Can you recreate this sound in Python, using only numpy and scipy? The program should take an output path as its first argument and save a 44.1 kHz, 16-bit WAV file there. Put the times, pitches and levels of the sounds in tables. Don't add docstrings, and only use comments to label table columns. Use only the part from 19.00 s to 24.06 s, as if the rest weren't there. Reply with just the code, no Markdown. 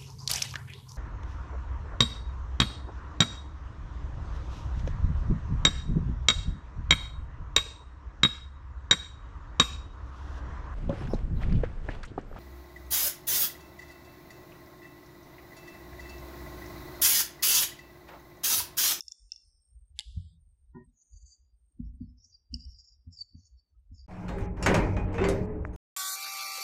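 import sys
import numpy as np
from scipy import signal
from scipy.fft import rfft, irfft, next_fast_len
from scipy.io import wavfile
from scipy.ndimage import uniform_filter1d, minimum_filter1d, map_coordinates

SR = 44100
rng = np.random.default_rng(int(sys.argv[2]) if len(sys.argv) > 2 else 0)


def boost_factor(decibels):
    exponent = np.asarray(decibels, float) / 20
    return 10 ** exponent


def log_audio(samples):
    frames = np.atleast_2d(samples).T
    limited = np.clip(frames, -1, 1)
    pcm = np.round(limited * 32767).astype(np.int16)
    wavfile.write(sys.argv[1], SR, pcm)


N = 223317

# [t/s, length/s, level/dB, f/Hz]
RUMBLE_LUMPS = [(0.046, 0.041, -70, 50.06), (0.241, 0.028, -54.5, 54.57), (0.307, 0.063, -69, 55.08),
                (0.452, 0.025, -56.5, 49.76), (.55, 0.027, -58, 54.56), (0.717, 0.096, -53.5, 49.52),
                (0.898, 0.081, -59, 55.26), (1.086, 0.032, -48.5, 49.98), (1.391, 0.14, -54.5, 53.29),
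                (1.618, 0.072, -52.5, 59.84), (1.699, 0.098, -52.5, 45.3), (1.859, 0.034, -57, 85.13),
                (2.149, 0.03, -47.5, 49.86), (2.237, 0.012, -50.5, 55.34), (2.405, 0.066, -54.5, 49.97),
                (2.547, 0.0297, -53, 49.78), (2.619, 0.052, -61.5, 55.17), (2.81, 0.065, -40.5, 42.12),
                (2.93, .04, -48, 39.4), (3.06, .07, -55, 46.07), (3.169, 0.027, -63.5, 45.18),
                (3.32, 0.075, -68.5, 50.53), (3.535, 0.033, -44.5, 68.15), (3.656, 0.041, -48.5, 39.98),
                (3.745, 0.041, -53.5, 34.3), (3.925, .08, -60, 55.34), (4.167, 0.07, -56.5, 66.12),
                (4.533, 0.039, -58, 44.53), (4.736, 0.15, -56, 66.08), (4.905, 0.37, -46.5, 50.34)]
# [f/Hz, level/dB]
RUMBLE_SPECTRUM = [(12, -45.5), (20, -30), (40, -3.5), (62, 5), (136, -32), (157, -60), (200, -40),
                   (260, -52.5), (440, -120)]
# [t/s, length/s, level/dB]
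LAMP_SPELLS = [(0, 0.9, -82), (1.0, 0.7, -88), (1.85, 0.052, -87), (1.98, 0.22, -90), (2.26, 0.16, -92.5),
               (2.54, 0.24, -88.5), (2.88, 0.0798, -92.5), (3.53, 0.04, -85.5), (3.84, .06, -93.5),
               (4.11, .05, -95), (4.46, 0.047, -90), (4.79, 0.084, -100), (4.92, .08, -95)]
# [f/Hz, level/dB per bin]
ROOM_AIR = [(30, -91), (120, -77.5), (300, -77), (400, -69.5), (1200, -76), (2400, -83.5), (3000, -86),
            (4000, -86), (4500, -91.5), (7000, -92.5), (8800, -100.5), (9300, -92.5), (10200, -93.5),
            (14000, -99)]

# [t/s, peak level/dB, main ring f/Hz, upper ring rel level/dB, crack rel level/dB]
CAP_RATTLES = [
    (0.0064, -23, 5440, -17.5, -22.5),
    (0.0226, -46, 6020, -16.5, -18),
    (0.0563, -69.5, 5600, -7.5, -20),
    (0.0814, -29, 5360, -15, -41),
    (0.1148, -43.5, 5510, -12.5, -36),
    (0.1195, -29.5, 5590, -10.5, -27),
    (0.3191, -23, 5425, -28, -56.5),
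    (0.3337, -44, 5720, -16.5, -38),
    (0.3607, -36.5, 5430, -49, -57),
    (0.3773, -51.5, 5360, -27, -47),
]
# [f/Hz, level/dB, t60/s]
CAP_BODY = [(2755, -27.5, 0.02), (3534, -31.5, .03), (4264, -31.5, 0.018)]
# [f/Hz, level/dB, t60/s]
CAP_UPPER = [(6920, 14, 0.009), (7494, -2, 0.024)]
# [f/Hz, level/dB, t60/s]
CAP_CRACK = [(9800, 7, 0.0024), (10400, 4, .004), (11700, -6, 0.00049), (11220, -11, 0.0017),
             (12890, 0, .004), (13300, -4, 0.0016)]

# [t/s, level/dB, f/Hz]
SMALL_TICKS = [
    (0.094, -57.5, 1130),
    (1.98, -74, 11000),
    (3.7, -74, 11350),
    (4.746, -54, 1280),
    (3.532, -50.5, 655),
    (3.532, -48, 500),
    (0.47, -67, 9800),
    (1.3, -61, 1830),
]

# [t/s, peak level/dB, low ring rel level/dB]
CAP_SNAPS = [
    (0.9902, -18, -32.5),
    (0.995, -21.5, -35),
    (1.006, -32.5, -8),
]
# [f/Hz, level/dB, t60/s]
BARREL_MODES = [(836, -36, 0.059), (1729, -25.5, 0.032), (2084, -24.5, 0.03), (3347, -3, 0.0072),
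                (3577, -1, 0.0069), (4137, -8, 0.0018), (4680, -2.5, 0.0039), (4800, -1.5, 0.0059),
                (6370, -13, 0.0068), (7665, 0.5, 0.00395), (8100, -7.5, 0.0051), (10354, -10.5, 0.0059),
                (13500, -38.5, 0.011)]

# [t/s, peak level/dB, 80, 160 and 240 Hz panel mode rel level/dB]
BOARD_THUDS = [
    (1.163, -29.5, -3.5, -7, -34),
    (2.792, -25, -19.5, -12, -5.5),
    (3.005, -27, -13.5, -16.5, -3),
    (3.528, -31, -16.5, -16, -3.5),
    (4.065, -37.5, -6.5, -15.5, -11.5),
    (4.342, -39.5, -9, -15.5, -7),
    (4.911, -37, -11, -31, -14),
]
# [f/Hz, t60/s]
PANEL_MODES = [(85, 0.18), (160, 0.13), (242, 0.083)]
# [t/s, peak level/dB]
WOOD_KNOCKS = [
    (1.747, -35.5),
    (1.763, -40),
    (1.783, -42.5),
]
# [f/Hz, level/dB, t60/s]
TRAY_MODES = [(100, -5.5, 0.3), (151, 1, 0.1), (235.4, -0.5, 0.21), (373, -6, 0.41), (431, -19, 0.29),
              (605, -17, 0.52), (641, -14.5, 0.27), (808, -10, 0.071), (941, -12.5, 0.12),
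              (985.5, -11.5, 0.42), (1445, -13.5, 0.06), (1860, -24, 0.26), (3062, -26.5, .05)]

# [t/s, length/s, low, middle and high resonance level/dB]
NIB_STROKES = [(1.93, 0.028, -115, -84, -77.5), (1.97, .06, -82, -85, -68.5),
               (2.05, 0.11, -110, -95, -71.5), (2.13, 0.089, -71, -98.5, -64.5),
               (2.26, .05, -71.5, -82, -64), (2.32, 0.0096, -61, -76.5, -60.5),
               (2.85, 0.055, -100, -81, -110), (3.015, .025, -73, -76, -100),
               (3.04, 0.052, -94.5, -74, -80.5), (3.185, 0.07, -76.5, -67.5, -75.5),
               (3.25, 0.064, -85.5, -73.5, -73.5), (3.33, 0.037, -65.5, -70.5, -75.5),
               (3.55, 0.013, -56.5, -63.5, -68.5), (3.6, 0.04, -59.5, -68, -78.5),
               (3.68, .05, -75.5, -63, -78.5), (3.745, .03, -68, -73, -86.5),
               (3.79, 0.024, -61, -62.5, -73.5), (3.85, 0.074, -65.5, -62.5, -72.5),
               (4.13, .05, -69, -58.5, -70.5), (4.18, 0.042, -52, -64, -63), (4.37, .11, -80, -78, -75),
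               (4.575, 0.025, -75.5, -78.5, -82), (4.95, 0.066, -76, -69, -73),
               (4.99, 0.025, -60, -75.5, -77)]
# [t/s, low, middle and high f/Hz]
PEN_LEAN = [(1.9, 4430, 5400, 6436), (2.4, 4740, 5200, 6690), (3.0, 4600, 5400, 5930),
            (3.16, 4600, 5200, 6050), (3.3, 4810, 5800, 6500), (3.35, 4750, 5300, 5980),
            (3.55, 4838, 5400, 6734), (4.11, 4934, 5400, 6940), (4.22, 4590, 5150, 7020),
            (4.38, 4550, 5400, 6223), (4.55, 4580, 5350, 6790), (5.06, 4800, 5300, 6620)]
# [centre t/s, peak level/dB, f/Hz, length/s]
NIB_SQUEAKS = [
    (2.328, -56.5, 4750, 0.011),
    (3.35, -51.5, 4760, 0.021),
    (4.174, -47.5, 4740, 0.0092),
    (4.192, -43, 4583, .011),
    (4.2, -46.5, 4680, 0.0047),
    (4.216, -33, 4579, 0.022),
]
# [t/s, peak level/dB, f/Hz, side ring rel level/dB]
NIB_TAPS = [
    (3.54, -32, 4670, -36.5),
    (3.5418, -33, 5140, -28),
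    (3.5404, -31, 5445, -20),
    (3.651, -45.5, 5370, -27),
]

# [f/Hz, t60/s]
ROOM_DECAY = [(100, .7), (1000, 0.13), (5000, 0.79), (9000, 0.39), (14000, 0.13)]
# [f/Hz, fall/dB per s]
METER_FALL = [(100, 352), (380, 265), (600, 102), (1000, 96), (2200, 139.5), (3200, 86), (6000, 93.5),
              (12000, 105.5)]
# [f/Hz, level/dB]
LEFTOVER_HISS = [(88, -32), (150, -4), (220, -10.5), (454, -14), (2130, -28.5), (4750, -30), (5030, -29.5),
                 (14400, -37.5)]

FRAME = 2048
LAND_DB_PER_S, LIFT_DB_PER_S = 1101, 503.5
SWELL_DB_PER_S, EBB_DB_PER_S = 451, 300.5
LUMP_S, SHAKE_DB = 0.03, -19.5


def unit(x):
    return x / np.sqrt(np.mean(np.abs(x) ** 2) + 1e-20)


def along(points, hz):
    f, v = np.transpose(points)
    return np.interp(np.log(hz + 1), np.log(f + 1), v)


def curves(rows):
    s, *columns = np.transpose(rows)
    return [np.interp(np.arange(N) / SR, s, column) for column in columns]


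def wobble(rate):
    knots = rng.standard_normal(int(N * rate / SR) + 4)
    return map_coordinates(knots, [np.arange(N) * rate / SR])


def coloured(points):
    m = next_fast_len(N + 8192)
    spectrum = rfft(rng.standard_normal(m)) * boost_factor(along(points, np.fft.rfftfreq(m, 1 / SR)))
    return unit(irfft(spectrum, m)[:N])


def resonance(hz, width_hz):
    slow = rng.standard_normal(N) + 1j * rng.standard_normal(N)
    lowpass = signal.butter(4, np.clip(width_hz / 2, 5, 5000), fs=SR, output="sos")
    slow = signal.sosfilt(lowpass, slow)
    return unit(np.real(slow * np.exp(2j * np.pi * np.cumsum(hz) / SR)))


def steady(hz):
    return np.full(N, float(hz))


def spells(rows, rise_db, fall_db):
    t = np.arange(0, N, 32) / SR
    s, length, *levels = np.transpose(rows)[..., None]
    early_db = rise_db * np.clip(s - t, 0, None)
    late_db = fall_db * np.clip(t - s - length, 0, None)
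    tops = [np.max(db - (early_db + late_db), axis=0) for db in levels]
    return [boost_factor(np.interp(np.arange(N) / SR, t, top)) for top in tops]


def add(x, s, modes, attack):
    start = round(s * SR)
    for hz, db, t60 in modes:
        t = np.arange(min(int(2 * (t60 + attack) * SR), N - start)) / SR
        contact = 1 - np.exp(-(t / attack) ** 2)
        x[start:][:len(t)] += boost_factor(db - 60 * t / t60) * contact * np.sin(2 * np.pi * hz * t)


def building_rumble():
    lumps = [row[:3] for row in RUMBLE_LUMPS]
    lumps += [(s, LUMP_S, db + SHAKE_DB) for s, db, *_ in BOARD_THUDS]
    heave = resonance(curves(RUMBLE_LUMPS)[-1], width_hz=27)
    body = unit(boost_factor(3.7 * wobble(3.3)) * (2.1 * coloured(RUMBLE_SPECTRUM) + heave))
    return spells(lumps, SWELL_DB_PER_S, EBB_DB_PER_S)[0] * body


def lamp_whine():
    drift_hz = 8630 + 75 * wobble(16)
    flutter = boost_factor(2.0 + 2.5 * wobble(25))
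    return spells(LAMP_SPELLS, 918, 740)[0] * flutter * resonance(drift_hz, width_hz=150)


def room_air():
    return boost_factor(-62) * coloured(ROOM_AIR)


def cap_rattle():
    x = np.zeros(N)
    for s, db, hz, upper_db, crack_db in CAP_RATTLES:
        add(x, s, [(hz, db + 12, .007), (hz * 1.07, db + 3.5, .006)], .001)
        add(x, s, [(f, db + g + rng.normal(0, 3.4) + 4.5, d) for f, g, d in CAP_BODY], .001)
        add(x, s, [(f, db + upper_db + g - 3.5, d) for f, g, d in CAP_UPPER], .0008)
        add(x, s, [(f, db + crack_db + g + 5.5, d) for f, g, d in CAP_CRACK], .0003)
    return x


def small_ticks():
    x = np.zeros(N)
    for s, db, hz in SMALL_TICKS:
        add(x, s, [(hz, db, .08)], .005)
    return x


def cap_snap():
    x, t = np.zeros(N), np.arange(SR // 50) / SR
    hiss = resonance(steady(4200), width_hz=2220)
    for s, db, low_db in CAP_SNAPS:
        add(x, s, [(f, db + g + rng.normal(0, 1.786) - 1.5, d) for f, g, d in BARREL_MODES], .0006)
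        add(x, s, [(2950, db + low_db + 1.5, 0.042)], .0004)
        start = round(s * SR)
        x[start:][:len(t)] += boost_factor(db - 13.5 - 60 * t / 0.006) * hiss[start:][:len(t)]
    return x


def board_thuds():
    x = np.zeros(N)
    for s, db, *shares_db in BOARD_THUDS:
        shares = list(zip(PANEL_MODES, shares_db))
        add(x, s, [(hz, db + g + 7.5, d) for (hz, d), g in shares], .009)
        add(x, s, [(hz * rng.uniform(0.83, 0.93), db + g - 2.5, d * 1.4) for (hz, d), g in shares], .011)
    return x


def tray_knock():
    x = np.zeros(N)
    for s, db in WOOD_KNOCKS:
        add(x, s, [(f, db + g - 5.5 + rng.normal(0, 2.43), d) for f, g, d in TRAY_MODES], .003)
    return x


def nib_strokes():
    low, mid, high = spells(NIB_STROKES, LAND_DB_PER_S, LIFT_DB_PER_S)
    low_hz, mid_hz, high_hz = curves(PEN_LEAN)
    slips = unit(boost_factor(2.8 * wobble(45) + 1.5 * wobble(250)))
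    bright = resonance(high_hz, width_hz=1060)
    bright += 0.16 * resonance(steady(7700), width_hz=880)
    bright += 0.39 * resonance(steady(6900), width_hz=300)
    low = low * resonance(low_hz, width_hz=340)
    mid = mid * resonance(mid_hz, width_hz=510)
    return slips * (low + mid + high * bright)


def nib_squeaks():
    x, t = np.zeros(N), np.arange(N) / SR
    for s, db, hz, length in NIB_SQUEAKS:
        swell = np.cos(np.pi * np.clip((t - s) / length, -.5, .5)) ** 0.98
        x += boost_factor(db) * swell * np.sin(2 * np.pi * hz * (t - s) * (1 - 1.1 * (t - s)))
    return x


def nib_taps():
    x = np.zeros(N)
    for s, db, hz, side_db in NIB_TAPS:
        below = [(2930, db + side_db + 10, .025), (2780, db + side_db + 5, .025)]
        above = [(6900, db - 19.0, .02), (8000, db - 19.0, .02)]
        add(x, s, [(hz, db + 11.5, .013)] + below + above, .0015)
    return x


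def room(x):
    out, step = np.zeros(N + 2 * SR), SR // 4
    for start in range(0, N, step):
        hz, t, z = signal.stft(rng.standard_normal(SR), SR, nperseg=256)
        decay = boost_factor(-60 * t / along(ROOM_DECAY, hz)[:, None])
        tail = signal.istft(z * decay, SR, nperseg=256)[1][:SR]
        wet = signal.fftconvolve(x[start:start + step], tail / np.linalg.norm(tail))
        out[start + 150:][:len(wet)] += wet
    return out[:N]


def scene():
    background = building_rumble() + lamp_whine() + room_air()
    rattle, snap = cap_rattle(), cap_snap()
    board = small_ticks() + board_thuds() + tray_knock()
    pen = nib_strokes() + nib_squeaks() + nib_taps()
    wet = room(boost_factor(-20) * rattle + boost_factor(-21.0) * snap + boost_factor(-24.5) * pen + boost_factor(-11) * board)
    return (rattle + snap + pen + board + wet + background)[None]


def top_cut(x):
    return signal.sosfilt(signal.butter(12, 14530, fs=SR, output="sos"), x)


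def record(dry):
    hz, t, z = signal.stft(dry, SR, nperseg=FRAME, noverlap=FRAME * 7 // 8)
    power = uniform_filter1d(np.abs(z) ** 2, size=3, axis=1)
    power = uniform_filter1d(power, size=3, axis=2)
    power = -minimum_filter1d(-power, size=3, axis=2)
    sinking = along(METER_FALL, hz)[:, None] * t
    meter_db = np.maximum.accumulate(10 * np.log10(np.abs(power) + 1e-30) + sinking, axis=2) - sinking
    ragged = unit(uniform_filter1d(rng.standard_normal(len(hz)), size=5))
    ragged_db = 3.0 * np.abs(ragged) * (hz > 2000)
    caution_db = 5 * (hz > 330) * (hz < 2600) + 1.5 * (hz > 9400) + 1.5 * (hz > 2600) * (hz < 3400)
    threshold_db = caution_db + along(ROOM_AIR, hz) + ragged_db - 1.5
    over_db = meter_db - threshold_db[:, None]
    gain = uniform_filter1d(.5 + .5 * np.tanh(over_db / 1.4), size=3, axis=1)
    clean = signal.istft(z * gain, SR, nperseg=FRAME, noverlap=FRAME * 7 // 8)[1][:, :N]
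    return top_cut(clean + boost_factor(-92) * coloured(LEFTOVER_HISS))


dry = scene()
out = record(dry)
log_audio(out)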